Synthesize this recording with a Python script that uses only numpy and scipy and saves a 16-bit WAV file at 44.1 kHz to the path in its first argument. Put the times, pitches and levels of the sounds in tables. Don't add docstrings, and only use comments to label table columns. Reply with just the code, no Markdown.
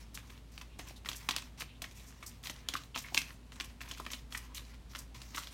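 import sys
import numpy as np
from scipy import signal
from scipy.fft import rfft, irfft, next_fast_len
from scipy.io import wavfile
from scipy.ndimage import uniform_filter1d, map_coordinates

SR = 44100
rng = np.random.default_rng(int(sys.argv[2]) if len(sys.argv) > 2 else 0)


def int16_out(signal):
    q = np.round(np.clip(np.atleast_2d(signal).T, -1, 1) * 32767)
    wavfile.write(sys.argv[1], SR, q.astype(np.int16))


N = 243993
HIT_SAMPLES = 2 ** 12
HIT_HZ = np.fft.rfftfreq(HIT_SAMPLES, 1 / SR)
USUAL_FLICK_DB = -40

# (frequency [Hz], relative level [dB])
CARD_TONE = [(200, -2), (550, -20.5), (780, -6.5), (1000, 9.5), (1500, 4), (2400, 3.5), (4000, 2.5),
             (6000, 0), (9000, -10), (16000, -40)]
# (frequency [Hz], relative level [dB])
TICK_TONE = [(2000, -32), (4500, 7.5), (6500, 16), (9000, 4.5), (12000, -2.5), (16000, -7)]
# (time [s], relative level [dB], pitch [Hz], time to fade by 60 dB [s])
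EDGE_FLICKS = [(0.175, -43, 2250, 0.0066), (0.3009, -53.5, 2390, .01), (0.5782, -44.5, 2570, 0.012),
               (0.6126, -45.5, 2840, 0.021), (0.792, -43, 2350, 0.088), (1.0485, -50.5, 2030, 0.007),
               (1.0585, -39.5, 2060, 0.041), (1.0879, -33, 3370, 0.016), (1.095, -53, 4200, .017),
               (1.115, -42, 2920, 0.031), (1.1306, -42.5, 3600, .03), (1.2886, -27.5, 3090, 0.032),
               (1.3093, -31, 3340, 0.026), (1.3636, -30, 4370, .013), (1.3829, -41, 3320, 0.023),
               (1.6063, -39.5, 3300, 0.039), (1.6201, -39.5, 2340, 0.015), (1.8192, -40, 3300, 0.035),
               (1.8414, -39.5, 2250, 0.034), (1.912, -53.5, 4400, 0.0081), (2.2265, -44.5, 1850, 0.058),
               (2.4372, -48, 3100, 0.013), (2.456, -42.5, 2840, .03), (2.4711, -40, 2850, 0.0057),
               (2.497, -38.5, 3700, 0.024), (2.687, -30.5, 4050, 0.01), (2.7375, -35.5, 2800, 0.03),
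               (2.9607, -37.5, 2300, 0.0033), (2.9754, -37.5, 4050, 0.048), (3.1456, -28.5, 3850, .018),
               (3.1697, -33.5, 2980, 0.026), (3.176, -23.5, 3680, 0.022), (3.217, -40, 3860, 0.02),
               (3.52, -50.5, 2560, .022), (3.6001, -36, 2780, 0.03), (3.6081, -37, 2500, 0.016),
               (3.8063, -45.5, 2380, 0.045), (3.814, -42.5, 2400, 0.03), (3.9123, -38.5, 3320, 0.035),
               (4.0638, -45.5, 2080, 0.016), (4.103, -44.5, 2800, 0.029), (4.1334, -37, 3330, .022),
               (4.1423, -46, 3530, 0.017), (4.324, -43, 3060, 0.02), (4.3506, -40.5, 2550, 0.023),
               (4.593, -50, 2560, 0.018), (4.9501, -40, 2220, 0.042), (4.9591, -43, 2774, 0.009),
               (5.2171, -46.5, 3850, 0.015), (5.3724, -42.5, 1900, 0.025), (5.3791, -36.5, 1990, 0.013),
               (5.4712, -45, 2500, 0.018)]
def flicks(first_hit=1.6, card_db=-3.0):
    track = np.zeros(N)
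    hz = HIT_HZ + 1
    for time, db, pitch_hz, fade_s in list(EDGE_FLICKS) + stray_flicks():
        force = noise_burst(fade_s)
        force[0] = first_hit
        bending = resonance(hz, pitch_hz, sharpness=1.43)
        card = struck(force, bending * amp(read_curve(CARD_TONE, hz)))
        tick = struck(force, amp(read_curve(TICK_TONE, hz)))
        tick_db = -10 + 9.5 * np.log2(pitch_hz / 2930)
        add(track, time, amp(db) * (amp(card_db) * card + amp(tick_db) * tick))
    return track


def stray_flicks(per_second=10, most=8, over_rustle_db=6.5, middle_hz=2920, fade_s=0.014):
    rows = []
    for start, length, rustle_db in SHUFFLE_STROKES:
        delays = np.cumsum(rng.exponential(1 / per_second, most))
        for delay, louder, higher in zip(delays, *rng.standard_normal((2, most))):
            if delay < length:
                db = rustle_db + over_rustle_db + 0.5 * louder
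                rows.append((start + delay, db, middle_hz * 2 ** (0.48 * higher), fade_s))
    return rows


# (frequency [Hz], relative level [dB])
RUB_TONE = [(150, 0), (400, -3.5), (780, -7.5), (1020, 9), (1500, -0.5), (2300, 6), (4000, 6.5),
            (6000, -13.5), (10000, -44)]
# (frequency [Hz], relative level [dB])
HISS_TONE = [(1500, -44), (4000, -5.5), (5600, 5.5), (8000, 1.5), (10500, -2.5), (14000, -1), (16000, -13)]
# (time of top speed [s], length [s], relative rub level [dB], hiss level [dB])
PACKET_SLIDES = [(0.149, 0.028, -47, -46), (0.88, 0.047, -52, -56), (0.968, .04, -60, -62),
                 (1.08, 0.066, -71, -59), (1.163, 0.038, -71, -48), (1.33, 0.096, -42.5, -74),
                 (1.603, 0.026, -63, -45), (1.976, 0.12, -64, -59), (2.079, 0.057, -78, -57),
                 (2.27, 0.04, -57.5, -45), (2.45, 0.088, -55, -53.5), (2.766, 0.024, -40.5, -46.5),
                 (2.953, 0.024, -39.5, -56), (2.989, 0.028, -63, -45.5), (3.024, 0.024, -64, -48),
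                 (3.151, 0.048, -42, -48), (3.187, 0.048, -41.5, -48), (3.645, 0.029, -49, -53),
                 (3.893, 0.026, -54, -53.5), (3.979, 0.043, -45, -57.5), (4.119, 0.027, -42, -45.5),
                 (4.332, 0.053, -60, -54.5), (4.376, 0.026, -42, -48.5), (4.554, 0.041, -43, -46),
                 (4.575, 0.029, -44.5, -52), (4.988, 0.028, -53, -44.5), (5.15, 0.024, -48, -59),
                 (5.361, 0.069, -42.5, -46.5), (5.425, 0.043, -48.5, -54.5)]
def slides(rub_trim_db=-3.5, speed_up_share=0.24, skid_s=0.024, skid_hiss_db=-2):
    rub_gain, hiss_gain = np.zeros((2, N))
    for fastest, length, rub_db, hiss_db in PACKET_SLIDES:
        start = fastest - speed_up_share * length
        swell = swish(length, speed_up_share)
        add(rub_gain, start, amp(rub_db + rub_trim_db) * swell)
        add(hiss_gain, start, amp(hiss_db) * swell)
    for time, flick_db, _, _ in EDGE_FLICKS:
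        skid_db = -53.5 + 0.59 * (flick_db - USUAL_FLICK_DB)
        skid = amp(skid_db) * swish(skid_s, speed_up_share)
        add(rub_gain, time, skid)
        add(hiss_gain, time, amp(skid_hiss_db) * skid)
    rub = friction(RUB_TONE, catches_per_s=400, catch_size=6.8, patchy_db=5.5)
    hiss = friction(HISS_TONE, catches_per_s=390, catch_size=8.3, patchy_db=1)
    return rub_gain * rub + hiss_gain * hiss


def swish(length, speed_up_share, rise_db=7, fall_db=11, ramp_s=0.002):
    t = np.arange(int(length * SR)) / SR
    touching = np.clip(np.minimum(t, length - t) / ramp_s, 0, 1)
    return touching * amp(np.interp(t, [0, speed_up_share * length, length], [-rise_db, 0, -fall_db]))


def friction(tone, catches_per_s, catch_size, patchy_db):
    rush, jolts = rng.standard_normal((2, N))
    catches = jolts * (rng.random(N) < catches_per_s / SR)
    pressure = amp(1.5 * wobble(170))
    bands = signal.stft((rush + catch_size * catches) * pressure, nperseg=512)[2]
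    patches = uniform_filter1d(rng.standard_normal(bands.shape), 36, axis=0)
    patches = uniform_filter1d(patches, 6, axis=1)
    uneven = signal.istft(bands * amp(patchy_db * unit(patches)), nperseg=512)[1][:N]
    return with_tone(uneven, tone)


# (time [s], level [dB], pitch [Hz], time to fade by 60 dB [s])
FLAT_LANDINGS = [(1.288, -35, 940, 0.019), (2.753, -34.5, 1170, 0.011), (2.9454, -46.5, 3000, 0.033),
                 (3.1754, -30.5, 2630, .016), (3.998, -43.5, 1030, .016), (4.0638, -41.5, 2110, 0.021),
                 (4.348, -39, 2057, 0.022), (5.3715, -43, 1330, 0.027), (5.38, -42.5, 1100, 0.023)]
def knocks(dull_above_hz=3500):
    track = np.zeros(N)
    hz = HIT_HZ + 1
    dull_card = amp(read_curve(CARD_TONE, hz)) / np.hypot(1, hz / dull_above_hz)
    for time, db, pitch_hz, fade_s in FLAT_LANDINGS:
        pocket = resonance(hz, pitch_hz, sharpness=4)
        add(track, time, amp(db) * struck(noise_burst(fade_s), pocket * dull_card))
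    return track


# (frequency [Hz], relative level [dB])
PALM_TONE = [(50, -32), (110, -8), (280, 0.5), (450, -10.5), (700, -3), (1200, -13), (4000, -111)]
# (time [s], thud level [dB], edge slap level [dB])
PALM_DROPS = [(0.79, -48, -51.5), (0.9061, -53.5, -66), (1.2888, -47.5, -46), (1.8201, -49, -44.5),
              (2.499, -49.5, -52), (2.739, -48.5, -47), (2.9596, -47, -57), (3.119, -50, -69),
              (3.1453, -47, -42.5), (3.922, -55, -68), (3.999, -47.5, -54), (4.0638, -53, -59)]
def thuds(thud_fade_s=0.048, slap_fade_s=0.038):
    track = np.zeros(N)
    palm = amp(read_curve(PALM_TONE, HIT_HZ))
    edges = amp(read_curve(HISS_TONE, HIT_HZ))
    for time, thud_db, slap_db in PALM_DROPS:
        add(track, time, amp(thud_db) * struck(noise_burst(thud_fade_s), palm))
        add(track, time, amp(slap_db) * struck(noise_burst(slap_fade_s), edges))
    for time, flick_db, _, _ in EDGE_FLICKS:
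        jolt_db = -58.5 + 0.73 * (flick_db - USUAL_FLICK_DB)
        add(track, time, amp(jolt_db) * struck(noise_burst(thud_fade_s), palm))
    return track


# (frequency [Hz], relative level [dB])
RUSTLE_TONE = [(300, -13.5), (750, -6.5), (1020, 2.5), (1400, -2.5), (2000, 3), (3500, -3), (6000, -1),
               (8000, -7.5), (11000, -11), (16000, -13.5)]
# (start [s], length [s], starting rustle level [dB])
SHUFFLE_STROKES = [(0.0, 0.028, -61), (0.133, 0.25, -65), (0.517, 0.11, -62.5), (0.785, 0.14, -59),
                   (1.059, 0.4, -57.5), (1.575, 0.02, -52.5), (1.828, 0.36, -66), (2.203, 0.17, -64.5),
                   (2.444, 0.17, -61), (2.682, 0.16, -59.5), (2.957, 0.367, -56), (3.526, 0.18, -62),
                   (3.813, 0.38, -58.5), (4.305, 0.16, -59.5), (4.543, 0.2, -64.5), (4.893, 0.14, -61),
                   (5.144, 0.6, -57.5)]
def rustle(touch_s=0.002, lift_s=0.025, fade_db_per_s=3, fingers_db=-76):
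    motion = np.zeros(N)
    for start, length, db in SHUFFLE_STROKES:
        t = np.arange(int((length + 10 * lift_s) * SR)) / SR
        touching = np.minimum(t / touch_s, 1)
        lifting = np.exp(-np.maximum(t - length, 0) / lift_s)
        add(motion, start, touching * lifting * amp(db - fade_db_per_s * t))
    fingers = friction(RUB_TONE, catches_per_s=250, catch_size=6, patchy_db=0.5)
    deck = friction(RUSTLE_TONE, catches_per_s=290, catch_size=4.6, patchy_db=3.0)
    return amp(fingers_db) * fingers + motion * deck


# (start [s], length [s], level [dB], pitch [Hz])
PACKET_PULLS = [(0.207, 0.2, -69, 990), (0.641, 0.16, -67, 2930), (1.656, .16, -70, 2740),
                (1.964, 0.068, -55.5, 2400), (2.512, 0.25, -61, 1770), (3.035, 0.04, -53, 2130),
                (4.411, 0.16, -64, 1040)]
def scrapes(sharpness=3.2):
    track = np.zeros(N)
    rub = friction(RUB_TONE, catches_per_s=180, catch_size=6.5, patchy_db=5.5)
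    for start, length, db, pitch_hz in PACKET_PULLS:
        def bending(hz):
            return 1j * hz * pitch_hz / (sharpness * (pitch_hz ** 2 - hz ** 2) + 1j * hz * pitch_hz)
        scrape = unit(filtered(rub, bending))
        pull = signal.windows.tukey(int(length * SR), .5)
        add(track, start, amp(db) * pull * scrape[int(start * SR):][:len(pull)])
    return track


# (frequency [Hz], time to fade by 60 dB [s])
ECHO_FADES = [(150, 0.42), (1000, 0.21), (3000, 0.27), (7000, 0.22), (15000, 0.22)]
def room_echo(cards, echo_db=-10, delay_s=.005, pieces=24):
    echo = np.zeros(N)
    for piece in np.array_split(np.arange(N), pieces):
        hz, t, bands = signal.stft(rng.standard_normal(SR // 2), SR, nperseg=256)
        fade = amp(-60 * t / read_curve(ECHO_FADES, hz)[:, None])
        tail = signal.istft(bands * fade, SR, nperseg=256)[1]
        tail /= np.linalg.norm(tail)
        add(echo, piece[0] / SR + delay_s, signal.fftconvolve(cards[piece], tail))
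    return amp(echo_db) * echo


# (frequency [Hz], average level [dB])
HUM_NOTES = [(55.9, -54), (120, -70), (145, -74.5), (246.3, -72)]
def appliance_hum(waver_db=-4.0, drift_radians=0.083):
    t = np.arange(N) / SR
    hum = np.zeros(N)
    for hz, db in HUM_NOTES:
        peak = np.sqrt(2) * amp(db + waver_db * wobble(0.87))
        phase = 2 * np.pi * (hz * t + rng.random()) + drift_radians * wobble(2.03)
        hum += peak * np.sin(phase)
    return hum


# (frequency [Hz], relative level [dB])
AIR_TONE = [(18, -38), (35, -1), (85, 1), (145, -1), (170, -5), (255, -4.5), (330, -12), (520, -16),
            (760, -18.5), (950, -18.5), (1500, -23.5), (4000, -27), (8000, -32), (16000, -41)]
def room_air(db=-57.5):
    return amp(db) * with_tone(rng.standard_normal(N), AIR_TONE)


def amp(db):
    return 10 ** (np.asarray(db) / 20)


def unit(x):
    return x / np.sqrt(np.mean(x ** 2) + 1e-20)


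def read_curve(points, hz):
    frequencies, values = np.transpose(points)
    return np.interp(np.log(hz + 1), np.log(frequencies + 1), values)


def wobble(per_second):
    points = rng.standard_normal(int(N * per_second / SR) + 4)
    return map_coordinates(points, [np.arange(N) * per_second / SR])


def filtered(x, gain_at):
    size = next_fast_len(N + SR // 2)
    return irfft(rfft(x, size) * gain_at(np.fft.rfftfreq(size, 1 / SR)), size)[:N]


def with_tone(x, tone):
    return unit(filtered(x, lambda hz: amp(read_curve(tone, hz))))


def resonance(hz, pitch_hz, sharpness):
    return 1 / np.sqrt(1 + (sharpness * (hz / pitch_hz - pitch_hz / hz)) ** 2)


def noise_burst(fade_s):
    t = np.arange(HIT_SAMPLES) / SR
    return rng.standard_normal(HIT_SAMPLES) * amp(-60 * t / fade_s)


def struck(force, gain):
    n = len(force)
    cepstrum = irfft(np.log(np.maximum(gain, 1e-6)), n)
    cepstrum[1:n // 2] *= 2
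    cepstrum[n // 2 + 1:] = 0
    sound = irfft(rfft(force) * np.exp(rfft(cepstrum)), n)
    return sound / np.sqrt(np.sum(sound ** 2) / (SR / 100))


def add(track, time, sound):
    start = int(np.clip(round(time * SR), 0, N - 1))
    track[start:start + len(sound)] += sound[:N - start]


def scene():
    background = appliance_hum() + room_air()
    cards = knocks() + thuds() + slides() + rustle() + scrapes() + flicks()
    return (cards + room_echo(cards) + background)[None]


def record(dry):
    top_hz = 16100
    return np.array([filtered(channel, lambda hz: hz < top_hz) for channel in dry])


dry = scene()
out = record(dry)
int16_out(out)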